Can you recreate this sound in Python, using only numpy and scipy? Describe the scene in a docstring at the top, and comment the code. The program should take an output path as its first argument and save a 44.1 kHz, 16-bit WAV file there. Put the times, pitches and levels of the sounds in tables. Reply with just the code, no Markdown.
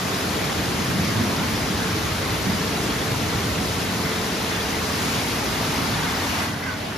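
"""The brush of a gantry car wash scrubs a car, heard a few metres behind it on a phone with two microphone ports.
Wet bristles drum on ringing body panels and swish over the paint; noise and tiny drops make the nozzles hiss,
short faint decaying tones fleck the hiss, and pump and brush drive hum in wavering overtones.
The brush works down the back of the car and slips off it; jets splash and beat on the floor, and the main spray
shuts off amid rasps and a narrow noise that whistles, then slides down, as a jet sweeps over a hollow part."""
import sys
import numpy as np
from scipy import signal
from scipy.fft import rfft, irfft, next_fast_len
from scipy.io import wavfile
from scipy.ndimage import map_coordinates

SR = 44100
rng = np.random.default_rng(int(sys.argv[2]) if len(sys.argv) > 2 else 0)


def waveform_to_disk(signal):
    """Save audio, clipped to [-1, 1], as 16-bit WAV at the path in sys.argv[1]."""
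    frames = np.transpose(np.atleast_2d(signal))
    scaled = np.clip(frames, -1, 1) * 32767
    samples = np.round(scaled).astype(np.int16)
    wavfile.write(sys.argv[1], SR, samples)


N = 307377
T = np.arange(N) / SR
SIZE = next_fast_len(N, real=True)
HZ = np.maximum(np.fft.rfftfreq(SIZE, 1 / SR), 1)
HUM_WAVER_DB = 2  # typical waver of every machine tone


def undb(db):
    """Decibels to gain."""
    return np.exp(np.asarray(db) * np.log(10) / 20)


def unit(x):
    """Scale to rms 1."""
    return x / np.sqrt(np.mean(x ** 2))


def curves(table):
    """The columns of a time table, one value a sample."""
    s, *columns = np.transpose(table)
    return [np.interp(T, s, c) for c in columns]


def spectra(table):
    """The columns of a frequency table, one value a bin, joined along log frequency."""
    hz, *columns = np.transpose(table)
    return [np.interp(np.log(HZ), np.log(hz), c) for c in columns]


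def through(x, response):
    """Filter by a frequency response; the result has rms 1."""
    return unit(irfft(rfft(x, SIZE) * response, SIZE)[..., :N])


def resonance(hz, width):
    """Response of one damped mode, gain 1 at its centre."""
    return 1 / (1 + 1j * (HZ ** 2 - hz ** 2) / (HZ * width))


def ramp(start, takes):
    """Goes from 0 to 1 in a straight line; start and duration in seconds."""
    return np.clip((T - start) / takes, 0, 1)


def swell(s, half):
    """A bell-shaped rise to 1 and back."""
    return np.exp(-.5 * ((T - s) / half) ** 2)


def walk(rate):
    """Smooth chance with a spread of about 1 that changes about rate times a second."""
    knots = np.arange(0, T[-1] + 1 / rate, 1 / rate)
    # 1.2 makes up for the spread lost between the knots
    return 1.2 * np.interp(T, knots, rng.standard_normal(1024)[:len(knots)])


def impacts(per_second, scatter_db):
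    """Two unrelated showers of tiny blows of uneven size, together at rms 1."""
    struck = rng.random((2, N)) < per_second / SR
    size = undb(scatter_db * np.clip(rng.standard_normal((2, N)), -2, 2))
    return unit(struck * size * rng.choice([-1, 1], (2, N)))


def patchy(pair, depth_db, rate, count=24):
    """Narrow bands swell and sink each on their own, so the colour keeps shifting."""
    hz, s, frames = signal.stft(pair, SR, nperseg=512)
    band = np.interp(np.log1p(hz), np.log([300, 16000]), [0, count - 1])
    chance = rng.standard_normal((count, 512))
    drift = map_coordinates(chance, np.meshgrid(band, s * rate, indexing="ij"), order=1)
    return signal.istft(frames * undb(depth_db * drift), SR)[1][:, :N]


def rings(table, width, bend=np.ones(N)):
    """Random shaking keeps a resonance sounding briefly; width is a share of its pitch, bend multiplies it."""
    out = np.zeros((2, N))
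    blows = rng.standard_normal((2, 2, N))
    for s, half, hz, db in table:
        near = np.flatnonzero(abs(T - s) < 4 * half)
        narrow = signal.butter(2, width * hz / 2, fs=SR, output="sos")
        shake = signal.sosfilt(narrow, blows[..., near - rng.integers(N)])  # a random stretch of the noise
        phase = 2 * np.pi * np.cumsum(hz * bend[near]) / SR
        bell = swell(s, half)[near]
        ring = (shake[0] * np.cos(phase) + shake[1] * np.sin(phase)) * bell
        ring = ring / np.linalg.norm(ring, axis=1, keepdims=True)
        out[:, near] += ring * np.linalg.norm(bell) * undb(db)
    return out


def brush(pressure_db):
    """Tufts of bristles slap and scrub the car; the panels ring and the whole shell booms."""
    # body panel modes: (frequency [Hz], width [Hz], level [dB])
    panel_modes = [(106.2, 18.7, 1), (126.7, 29, 1.5), (146, 35.5, 0), (196, 26.7, -0.5),
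                   (222.8, 18.5, -0.5), (237.3, 17, -1), (260.6, 28.5, -4), (299.6, 26, -3.5),
                   (320, 20, -3.5), (351, 55, -12)]
    # spectrum of the shell's deep boom: (frequency [Hz], relative level per Hz [dB])
    boom_spectrum = [(20, -48), (30, -26), (40, -16), (55, -3), (80, -3), (105, -2.5), (150, -5),
                     (400, -50)]
    # level of that boom: (time [s], level [dB])
    boom_level = [(0, -39), (.6, -34), (1.35, -36.5), (1.65, -32.5), (2.7, -35), (3.55, -32.5),
                  (4.1, -38.5), (4.75, -36), (5.2, -37), (6.2, -34), (6.97, -45)]
    drum_db, scrub_db = -28.5, -34.5  # at a pressure of 0 dB, bristles on the paint
    scrub_follows = 0.17  # dB per dB of pressure

    slaps = impacts(per_second=1200, scatter_db=2)
    panels = 0
    for k, (hz, width, db) in enumerate(panel_modes):
        panels = panels + (-1) ** k * undb(db) * resonance(hz, width)
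    soft_contact = 1 / (1 + (HZ / 600) ** 4)  # limp wet strands cannot push quickly
    less_bass = HZ ** 2 / (HZ ** 2 + 80 ** 2)
    drum = through(slaps, panels * soft_contact * less_bass)
    scrub = through(impacts(per_second=2500, scatter_db=2), resonance(406, 230) ** 2)
    boom = through(impacts(per_second=1500, scatter_db=0.5), undb(spectra(boom_spectrum)[0]))

    slip_db = -6 * ramp(5.9, 0.38)  # the bristles slip off the paint and scrub less
    drum = drum * undb(drum_db + pressure_db)
    scrub = scrub * undb(scrub_db + scrub_follows * pressure_db + slip_db)
    return drum + scrub + boom * undb(curves(boom_level)[0])


def swish(pressure_db, shut):
    """Thousands of wet strand tips flick over the paint, softer once the water is cut."""
    # spectrum of the flicks: (frequency [Hz], relative level per Hz [dB])
    swish_spectrum = [(100, -40), (300, -2.5), (500, -1.5), (660, 0.5), (1100, -1), (1550, -3),
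                      (2000, -3.5), (2600, -8.5), (4000, -13.5), (8000, -24), (15000, -30)]
    open_db, shut_db = -29, -2.5  # level at a pressure of 0 dB; its change with less water on the strands
    follows = 0.27  # dB per dB of pressure
    flicks = patchy(impacts(per_second=9000, scatter_db=2), depth_db=2, rate=12)
    level_db = open_db + follows * pressure_db + shut_db * shut
    return through(flicks, undb(spectra(swish_spectrum)[0])) * undb(level_db)


def spray(shut):
    """Nozzles hiss as their jets break up, and the drops patter on car and floor."""
    # spectrum of the spray: (frequency [Hz], relative level per Hz [dB])
    spray_spectrum = [(300, -8), (1000, 0.5), (2000, 0.5), (3000, 2), (4000, 2), (5100, .3), (6200, -1.6),
                      (8000, -2.8), (9200, -5.3), (10600, -8.5), (12400, -8.6), (15500, -7.5)]
    # a jet sweeps towards the microphones: (time [s], rise of the spray [dB])
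    surges = [(5.12, 2.5), (5.65, 1.5), (6.36, 1)]
    open_db, shut_db = -30, -7.5  # level with the nozzles fully open; its change once the valve is shut
    mist = rng.standard_normal((2, N))
    drops = impacts(per_second=5500, scatter_db=0)
    water = patchy(mist + undb(-6.5) * drops, depth_db=0.97, rate=40)
    surge_db = sum(db * swell(s, half=0.16) for s, db in surges)
    return through(water, undb(spectra(spray_spectrum)[0])) * undb(open_db + surge_db + shut_db * shut)


def flecks(shut, count=6000):
    """Short faint decaying tones at random pitches, 0.9 to 5.5 kHz, fleck the hiss."""
    low, high, t60 = 900, 5500, .05  # range of pitch [Hz], time to fall by 60 dB [s]
    open_db, shut_db = -37, -5  # level of all tones together; its change once the valve is shut
    out = np.zeros((2, N + SR // 10))
    age = np.arange(SR // 10) / SR
    for when, pitch, size, place in rng.random((count, 4)):
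        hz = low * (high / low) ** pitch
        ring = np.sin(2 * np.pi * hz * age) * np.exp(-np.log(1000) * age / t60)
        start, angle = int(when * N), 2 * np.pi * place
        out[:, start:start + len(age)] += np.outer([np.cos(angle), np.sin(angle)], ring) * size ** 2
    return unit(out[:, :N]) * undb(open_db + shut_db * shut)


def tone(hz, db, waver):
    """One machine tone that wavers in pitch (by a share) and in strength."""
    turns = hz * np.cumsum(1 + waver * walk(rate=8)) / SR
    return np.sqrt(2) * np.sin(2 * np.pi * turns) * undb(db + HUM_WAVER_DB * walk(rate=5))


def motors():
    """Pump and brush drive hum at nearly steady speeds; their overtones waver a little in strength."""
    # overtones of the pump: (multiple of its speed, rms level [dB], change as the load eases [dB])
    pump_overtones = [(2, -50, 0), (3, -44.5, 1), (4, -47, -3), (12, -56, 0), (15, -57, 0)]
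    # overtones of the brush drive: (multiple of its speed, rms level [dB], change as the load eases [dB])
    drive_overtones = [(1, -40, -1.5), (2, -38.7, -5), (3, -43.8, 3.7)]
    # the pump's singing overtone: (time [s], rms level [dB])
    sing_level = [(0, -41.5), (1.2, -45.5), (2.2, -44), (3.3, -42.5), (4.6, -40), (5.5, -47), (6.4, -52),
                  (6.97, -55)]
    pump_hz, drive_hz, speed_waver = 73.43, 87, .0013  # waver as a share of the speed
    eased = np.interp(T, [3.2, 6.3], [0, 1])  # the load on the drives eases
    free_db = -5 * ramp(6.3, 0.54)  # the brush spins free and its drive quietens

    hum = 0
    for hz, overtones, fade_db in ((pump_hz, pump_overtones, 0), (drive_hz, drive_overtones, free_db)):
        turns = hz * (T + np.cumsum(speed_waver * walk(rate=2.95)) / SR)
        for multiple, db, change_db in overtones:
            level = undb(db + change_db * eased + fade_db + HUM_WAVER_DB * walk(rate=3.03))
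            phase = 2 * np.pi * (multiple * turns + rng.random())
            hum = hum + np.sqrt(2) * np.sin(phase) * level
    singing = tone(6 * pump_hz, curves(sing_level)[0], waver=.003)
    gear_whine = tone(632, db=-48, waver=.0052)  # faint and unsteady
    return hum + singing + gear_whine


def splashes_and_tick():
    """Splashes, and one bright tick of a drop near the microphones: ringing noise, unrelated left and right."""
    # (time [s], half length [s], ring frequency [Hz], level at the peak [dB])
    bursts = [(.3, .3, 722, -36.5), (.2, .2, 1400, -39), (4.53, .05, 1795, -36), (4.53, .04, 2730, -37),
              (5.04, .018, 10000, -39), (5.1, .13, 2300, -37), (6.34, .05, 2610, -35),
              (6.83, .015, 2850, -42), (6.83, .045, 717, -37), (6.9, .09, 2900, -41.5)]
    return rings(bursts, width=.26)


def thrums():
    """The brush bears down on one panel, which rings low for a moment."""
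    # (time [s], half length [s], ring frequency [Hz], level at the peak [dB])
    panel_thrums = [(.47, .025, 150, -31), (.8, .012, 240, -28), (.92, .06, 125, -29),
                    (.99, .03, 190, -25.5), (1.19, .025, 125, -24.5), (1.23, .05, 230, -25.5),
                    (1.39, .025, 170, -28), (1.8, .015, 190, -32), (2.33, .012, 110, -27),
                    (2.5, .035, 195, -24), (2.97, .03, 150, -32), (3.2, .1, 130, -31),
                    (3.37, .022, 90, -26), (3.62, .025, 210, -31), (4.05, .015, 135, -28),
                    (5.15, .03, 170, -32), (5.83, .035, 265, -28), (6.05, .08, 160, -33)]
    return rings(panel_thrums, width=.26)


def floor_wash(shut):
    """Past the car the jets beat on the wet floor, a broad patter that grows, holds and stops with the valve."""
    # spectrum of the patter: (frequency [Hz], relative level per Hz [dB])
    wash_spectrum = [(250, -20), (360, -2), (520, -14), (720, 1.5), (1200, -1), (2200, -6.5), (3500, -17),
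                     (8000, -36)]
    patter = through(impacts(per_second=6000, scatter_db=3), undb(spectra(wash_spectrum)[0]))
    return patter * ramp(4.4, 1.6) * (1 - shut) * undb(-32.5)


def hollow():
    """A jet sweeps over a hollow part and rasps in its modes."""
    # modes of the part: (frequency [Hz], width before squaring [Hz], level [dB])
    hollow_modes = [(1130, 300, -3), (1500, 330, 0), (1950, 380, -4)]
    # passes of the jet: (time [s], half length [s], level at the peak [dB])
    sweeps = [(6.09, .07, -34), (6.42, .045, -34), (6.55, .05, -41.5), (6.695, .045, -33.5)]
    modes = sum(undb(db) * resonance(hz, width) ** 2 for hz, width, db in hollow_modes)
    rasp = through(impacts(per_second=1700, scatter_db=4), modes)
    return rasp * sum(undb(db) * swell(s, half) for s, half, db in sweeps)


def whistle_and_slide():
    """Narrow noise whistles near 2 kHz, then slides down to a lower note, as a jet sweeps over a hollow part."""
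    # short whistles: (time [s], half length [s], frequency [Hz], level at the peak [dB])
    whistles = [(6.42, .035, 2010, -38), (6.49, .025, 2010, -40.5), (6.652, .016, 2010, -37.5)]
    # the one slide: (time [s], half length [s], final frequency [Hz], level at the peak [dB])
    slide = (6.695, .034, 1430, -32)
    above, fall_s, settle_s = .4, 6.635, .036  # starts higher by this share, falls from here, time constant [s]
    bend = 1 + above * np.exp(-np.maximum(T - fall_s, 0) / settle_s)
    return rings(whistles, width=.035) + rings([slide], width=.055, bend=bend)


def ports(pair):
    """Two unrelated sounds become left and right: alike in the bass, diffuse in the middle, lagged in the treble."""
    # the two microphone ports:
    # (frequency [Hz], likeness [0-1], phase by which left leads [rad], left minus right [dB])
    port_table = [(60, .98, 0, -1.1), (130, .96, 0, -1), (290, .83, 0, -.7), (680, .56, .2, 1.1),
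                  (1500, .42, -.2, -.7), (2100, .52, -.1, -1), (2900, .55, .7, 1), (4300, .46, .1, 2.5),
                  (5100, .25, .2, 5.7), (5800, .58, -.2, 5.7), (6900, .7, -1.3, 2), (8100, .97, -3.1, 0),
                  (9600, .72, -4.6, 0), (10900, .94, -6.1, 0), (12100, .94, -6.5, 0), (13200, .68, -7.7, 0),
                  (14600, .99, -9.4, 0)]
    likeness, lead, balance_db = spectra(port_table)
    likeness = np.clip(likeness, 0, 1)
    mid, side = rfft(pair, SIZE) * np.sqrt([1 + likeness, 1 - likeness]) / np.sqrt(2)
    sign = np.array([[1], [-1]])  # left, right
    lag_and_balance = np.exp(.5j * sign * lead) * undb(sign * balance_db / 2)
    return irfft((mid + sign * side) * lag_and_balance, SIZE)[:, :N]


def scene():
    """Brush and water reach the two ports; splashes are added wide, and the motors alike in both channels."""
    # how hard the brush presses on the car: (time [s], pressure [dB])
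    pressure = [(0, -3), (.7, -1.6), (1.2, .5), (1.6, -1.3), (2.2, -2.3), (2.6, -1.8), (3.3, -1.5),
                (4.3, -3.4), (5.9, -2.2), (6.4, -3), (6.7, -6.5), (6.97, -6)]
    pressure_db, = curves(pressure)
    shut = ramp(6.43, 0.12)  # the main valve closes
    body = brush(pressure_db) + thrums()
    water = swish(pressure_db, shut) + spray(shut) + flecks(shut) + floor_wash(shut)
    at_ports = ports(body + water + hollow() + whistle_and_slide())
    return at_ports + splashes_and_tick() + motors()


def record(dry):
    """A steep low-pass at 15 kHz ends the treble."""
    return signal.sosfilt(signal.ellip(10, .1, 80, 15000, fs=SR, output="sos"), dry)


dry = scene()
out = record(dry)
waveform_to_disk(out)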